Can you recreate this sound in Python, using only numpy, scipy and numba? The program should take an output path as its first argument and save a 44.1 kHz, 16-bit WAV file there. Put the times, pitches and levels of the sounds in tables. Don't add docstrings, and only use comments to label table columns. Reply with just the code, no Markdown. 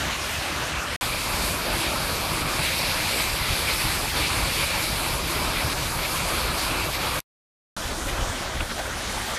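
import sys
import numpy as np
from scipy import signal
from scipy.fft import rfft, irfft, next_fast_len
from scipy.io import wavfile
from scipy.ndimage import uniform_filter1d
from numba import njit

SR = 44100
rng = np.random.default_rng(int(sys.argv[2]) if len(sys.argv) > 2 else 0)


def unload_wav(signal):
    wavfile.write(
        sys.argv[1],
        SR,
        np.round(np.clip(np.atleast_2d(signal).T, -1, 1) * 32767).astype(np.int16),
    )


def rack_gain(trim_db):
    fader = np.asarray(trim_db, float)
    return 10 ** (fader / 20)


N = 413658


def unit(x):
    return x / np.sqrt(np.mean(x ** 2))


def walk(n, rate):
    k = int(SR / rate)
    held = np.repeat(rng.standard_normal(n // k + 1), k)
    return 1.32 * uniform_filter1d(uniform_filter1d(held, k), k)[:n]


def band(x, lo_hz, hi_hz):
    f = np.fft.rfftfreq(len(x), 1 / SR)
    return irfft(rfft(x) * ((f >= lo_hz) & (f < hi_hz)), len(x))


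def curve(table, t):
    s, *columns = np.transpose(table)
    return [np.interp(t, s, c) for c in columns]


def ticks():
    # t/s, level/dB, low f/Hz, high f/Hz, length/s
    bursts = [
        (7.202, -30, 3000, 13000, .0012),
        (7.2034, -27.5, 2000, 13500, 0.0017),
        (8.6075, -23, 500, 3490, 0.0076),
    ]
    out = np.zeros(N)
    for s, db, lo, hi, length in bursts:
        u = np.arange(-512, 512) / SR
        burst = unit(band(rng.standard_normal(1024), lo, hi)) * np.exp(-(2 * u / length) ** 2)
        middle = int(s * SR)
        out[middle - 512:middle + 512] += rack_gain(db) * burst
    return out


@njit
def ring(n, at, hz, cycles, size, glide):
    y = np.zeros(n + 8000)
    for k in range(len(at)):
        life = min(cycles[k] * SR / hz[k], 2500.)
        p = np.exp(2j * np.pi * hz[k] / SR - 2 / life)
        turn = np.exp(2j * np.pi * glide * hz[k] / SR / life)
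        z = size[k] + 0j
        for i in range(int(3 * life)):
            y[at[k] + i] += z.imag
            z, p = z * p, p * turn
    return y[:n]


def froth(n, per_second=5000, spread_db=2.5, bubble_db=0.5):
    when, pitch, loudness, ringing = rng.random((int(per_second * n / SR), 4)).T
    hz = 300 * 14 ** (pitch ** .8)
    size = rack_gain(np.minimum(-spread_db * np.log(1 - loudness), 9))
    bubbles = ring(n, (when * n).astype(np.int64), hz, 5.0 + 16 * ringing, size, .06)
    far = rng.standard_normal(n)
    return rack_gain(bubble_db) * unit(bubbles) * 0.46 + far


def gusty(water, gust_db, steady=0.68):
    rumble = band(water, 0, 150)
    power = uniform_filter1d(rumble ** 2, 2600) / rack_gain(2 * gust_db)
    return water + rumble * ((power + .05) ** (-steady / 2) - 1)


def waterfall(t, roar, spray, spray_db, zone_db, flicker_db=1.36, shared_db=0.67):
    # low f/Hz, high f/Hz
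    zones = [
        (20, 150),
        (200, 1800),
        (1800, 5500),
        (5500, 14000),
    ]
    n = len(t)
    f = np.fft.rfftfreq(n, 1 / SR) + 1e-3
    low, high = np.array(roar), np.array(spray) + [0, spray_db]
    shape = np.vstack([low[low[:, 0] < 1850], high[high[:, 0] >= 1850]])
    colour = rack_gain(np.interp(np.log(f), np.log(shape[:, 0]), shape[:, 1])) * (f < 15270)
    gain_db = []
    for db, (lo, hi) in zip(zone_db, zones):
        power = np.sum(colour[(f > lo) & (f < hi)] ** 2) / len(f)
        gain_db.append(db - 10 * np.log10(power))
    spectrum, shared, out = rfft(froth(n)), walk(n, 9), 0
    for centre in np.arange(0, 10.1, 1 / 3):
        mask = np.cos(np.pi / 2 * np.clip(3 * (np.log2(f / 16) - centre), -1, 1)) ** 2
        white = spectrum * np.sqrt(n * np.sum(mask) / np.sum(mask * abs(spectrum) ** 2))
        place = np.interp(centre, [3.1, 3.9, 6.5, 7.0, 8.2, 8.6], [0.5, 1, 1, 2, 2.5, 3])
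        k = min(int(place), 2)
        surge_db = gain_db[k] + (place - k) * (gain_db[k + 1] - gain_db[k])
        shared = 0.73 * shared + 0.49 * walk(n, 11)
        db = surge_db + shared_db * shared + flicker_db * walk(n, 24.98)
        out = out + rack_gain(db) * irfft(white * mask * colour, n)
    return gusty(out, zone_db[0])


def scene():
    # start t/s, end t/s
    spots = [
        (0, .9628),
        (1.0105, 7.1942),
        (7.7652, 9.38),
    ]
    # t/s, roar level/dB, spray level/dB, mist level/dB
    surges = [
        [(0.0, -29.5, -33, -38), (0.162, -32.5, -33.5, -39), (0.172, -34.5, -38, -38.5),
         (0.25, -34, -33, -36.5), (0.608, -31.5, -33.5, -38), (0.692, -31, -34, -37), (0.734, -34, -34, -41),
         (0.742, -34, -33, -43), (0.772, -30.5, -32, -40), (0.838, -30.5, -38, -38), (0.868, -33.5, -34.5, -42),
         (0.942, -33.5, -34, -38), (0.96, -34.5, -33, -40)],
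        [(1.01, -30, -31, -32), (1.03, -30, -28.5, -34), (1.17, -32.5, -31.5, -36.5), (1.19, -32.5, -32, -33.5),
         (1.31, -29.5, -32, -34.5), (1.46, -29, -32, -32), (1.62, -31.5, -34, -37), (1.72, -27.5, -28.5, -36.5),
         (1.81, -31.5, -31, -33), (1.87, -28.5, -28, -36.5), (1.94, -30.5, -31.5, -34.5),
         (2.25, -29.5, -32, -36), (2.41, -31, -29.5, -34.5), (2.44, -29.5, -33.5, -40),
         (2.51, -29.5, -31.5, -34), (2.61, -29.5, -29.5, -37), (2.65, -33, -24, -33), (2.8, -31.5, -27.5, -34),
         (3.09, -31, -27.5, -32.5), (3.16, -32.5, -31.5, -32.5), (3.2, -28.5, -26, -33),
         (3.23, -31.5, -29.5, -30.5), (3.42, -33, -28.5, -36), (3.49, -31, -27, -33),
         (3.65, -31.5, -29.5, -32.5), (3.7, -28.5, -24, -31.5), (3.78, -33, -32.5, -32.5),
         (3.8, -31.5, -26.5, -32), (4.06, -30, -31, -33), (4.11, -37.5, -28, -33), (4.13, -30.5, -34, -35),
         (4.18, -30, -25.5, -33.5), (4.32, -31, -27.5, -33), (4.42, -30, -26, -34), (4.56, -32, -28.5, -31.5),
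         (4.63, -29, -24, -33), (4.66, -35, -29.5, -33), (4.73, -30, -27, -34.5), (4.85, -32.5, -28.5, -32),
         (5.02, -30.5, -31.5, -34.5), (5.16, -31, -32, -33.5), (5.23, -31.5, -33.5, -38),
         (5.31, -31, -30, -34.5), (5.52, -29.5, -31.5, -35), (5.57, -30, -26, -35), (5.66, -30.5, -33.5, -35),
         (5.73, -30, -31, -34.5), (5.75, -30.5, -39.5, -35), (5.78, -30.5, -29.5, -34.5),
         (5.93, -32.5, -36.5, -36.5), (6.05, -30.5, -26.5, -36), (6.07, -35, -32.5, -35),
         (6.14, -28.5, -35, -33.5), (6.17, -30.5, -29.5, -34), (6.43, -30, -31, -34), (6.5, -29.5, -29.5, -37),
         (6.64, -30.5, -29.5, -32.5), (6.72, -30.5, -30, -36.5), (6.86, -30.5, -30.5, -36),
         (6.88, -30, -36, -38), (6.93, -35.5, -33, -35), (6.95, -32, -27, -32.5), (6.98, -31.5, -36, -37),
         (7.02, -30.5, -29, -36.5), (7.19, -31, -32, -34)],
        [(7.77, -32.5, -36.5, -40), (7.882, -36.5, -37, -38.5), (7.922, -30, -36, -41), (7.958, -34, -41, -39),
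         (8.012, -33, -36, -37), (8.06, -32, -39, -37.5), (8.088, -33, -32, -36), (8.124, -31.5, -35, -38.5),
         (8.576, -34.5, -36, -42), (8.594, -42, -38, -42), (8.604, -32, -37, -40), (8.684, -38, -38, -42),
         (8.716, -31, -30, -41), (8.742, -38, -39, -41), (8.796, -31.5, -32, -38), (8.804, -34.5, -37, -41.5),
         (9.284, -34.5, -33.5, -36.5), (9.338, -31.5, -36, -39), (9.352, -36, -36, -35), (9.38, -35, -29, -43)],
    ]
    # t/s, level/dB
    gusts = [
        [(0.0, -36), (0.066, -32), (0.1, -36), (0.32, -40), (0.402, -29.5), (0.454, -52), (0.474, -39),
         (0.644, -34.5), (0.696, -49), (0.73, -32.5), (0.794, -34), (0.834, -54), (0.878, -37), (0.938, -35),
         (0.96, -45)],
        [(1.01, -37), (1.03, -41), (1.06, -31), (1.24, -41.5), (1.32, -30), (1.36, -32), (1.56, -35.5),
         (1.67, -44.5), (1.7, -30.5), (1.77, -30.5), (1.84, -47.5), (1.87, -31.5), (1.94, -40), (1.98, -33.5),
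         (2.11, -34), (2.13, -30.5), (2.18, -38.5), (2.32, -32), (2.37, -36), (2.47, -30), (2.51, -42),
         (2.6, -31), (2.77, -39.5), (2.82, -38.5), (2.86, -38.5), (2.89, -30), (2.97, -40), (3.08, -32.5),
         (3.09, -40.5), (3.23, -36.5), (3.34, -30.5), (3.37, -43.5), (3.42, -28), (3.47, -41.5), (3.51, -21.5),
         (3.58, -45.5), (3.59, -34), (3.77, -34), (3.82, -41.5), (3.85, -25.5), (3.87, -28), (3.9, -33.5),
         (4.16, -35), (4.21, -27), (4.28, -40.5), (4.32, -31.5), (4.47, -26), (4.51, -37), (4.64, -29),
         (4.7, -43.5), (4.73, -34), (4.88, -38.5), (4.92, -28), (5.04, -37.5), (5.16, -27.5), (5.18, -37),
         (5.25, -28), (5.33, -44), (5.36, -30.5), (5.43, -35.5), (5.49, -26), (5.52, -39), (5.59, -31),
         (5.62, -39.5), (5.66, -20), (5.69, -39), (5.79, -30), (6.0, -34), (6.09, -39.5), (6.28, -30.5),
         (6.31, -43), (6.33, -32.5), (6.52, -30), (6.57, -39.5), (6.67, -32.5), (7.05, -36), (7.09, -36),
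         (7.19, -33)],
        [(7.77, -38), (7.84, -42), (7.858, -30), (7.958, -38), (8.136, -27), (8.16, -35), (8.226, -22),
         (8.254, -33), (8.284, -25), (8.338, -42), (8.496, -36), (8.616, -25), (8.67, -38), (8.706, -39),
         (8.782, -40), (8.81, -36), (8.988, -36), (9.02, -44), (9.056, -37), (9.214, -35), (9.262, -44),
         (9.334, -36), (9.38, -48)],
    ]
    # f/Hz, level/dB per Hz
    roars = [
        [(15, -53.5), (25, -24), (40, -6), (66, 1.5), (133, -7.5), (157, -4), (207, -9), (300, -6.5),
         (459, -13), (543, -7.5), (786, -9.5), (1160, -7), (2100, -9), (2730, -39), (4620, -120)],
        [(15, -35.5), (25, -3), (54, 2), (92, -2.5), (160, -5), (199, -11), (305, -10), (442, -13.5),
         (553, -9.5), (758, -12), (964, -9.5), (1300, -10.5), (1420, -11.5), (1880, -14), (2100, -13),
         (2730, -30.5), (4620, -120)],
        [(15, -33), (25, -2), (58, -2.5), (121, -10), (157, -15.5), (215, -12.5), (368, -15.5), (468, -18),
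         (513, -13.5), (831, -14.5), (946, -16), (1480, -15.5), (2100, -30), (2730, -41.5), (4620, -120)],
    ]
    # f/Hz, level/dB per Hz
    sprays = [
        [(940, -30), (1600, 0), (1900, 3), (2590, 3), (3810, -4), (4220, -4.5), (4770, -7.5), (5710, -10),
         (7020, -13.5), (7790, -15.5), (9580, -15.5), (10300, -20), (11600, -17), (12100, -19), (15200, -33.5)],
        [(940, -33), (1600, -3), (1910, -6), (2330, 0), (2980, -6), (4640, -4.5), (5820, -12.5), (6960, -14),
         (11600, -11.5), (13300, -17.5), (15200, -33.5)],
        [(940, -30), (1600, 0), (1690, -4), (1970, -4), (2270, -6), (2790, -8), (3120, -5), (4100, -7.5),
         (4950, -9), (6270, -9), (8010, -12.5), (9400, -13), (12500, -19.5), (13800, -23), (15200, -34)],
    ]
    spray_levels = [-11, -6.5, -19.5]
    # level/dB, t60/s
    remnants = [
        (-50, 0.021),
        (-10.5, 0.047),
        (-60, .01),
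    ]
    out = ticks()
    views = zip(spots, surges, gusts, roars, sprays, spray_levels, remnants)
    for (t0, t1), surge, gust, roar, spray, spray_db, (db, t60) in views:
        i = int(t0 * SR)
        t = np.arange(i, i + next_fast_len(int((t1 - t0 + .06) * SR), True)) / SR
        remnant = rack_gain(db - 60 * (t - t1) / t60) * (t < t1 + t60)
        gate = np.where(t < t1, 1, remnant)
        water = gate * waterfall(t, roar, spray, spray_db, curve(gust, t) + curve(surge, t))
        out[i:i + len(t)] += water[:N - i]
    return np.array([out, out])


def band_limit(x):
    return signal.sosfilt(signal.butter(12, 15800, fs=SR, output="sos"), x)


def record(dry):
    return band_limit(dry)


dry = scene()
out = record(dry)
unload_wav(out)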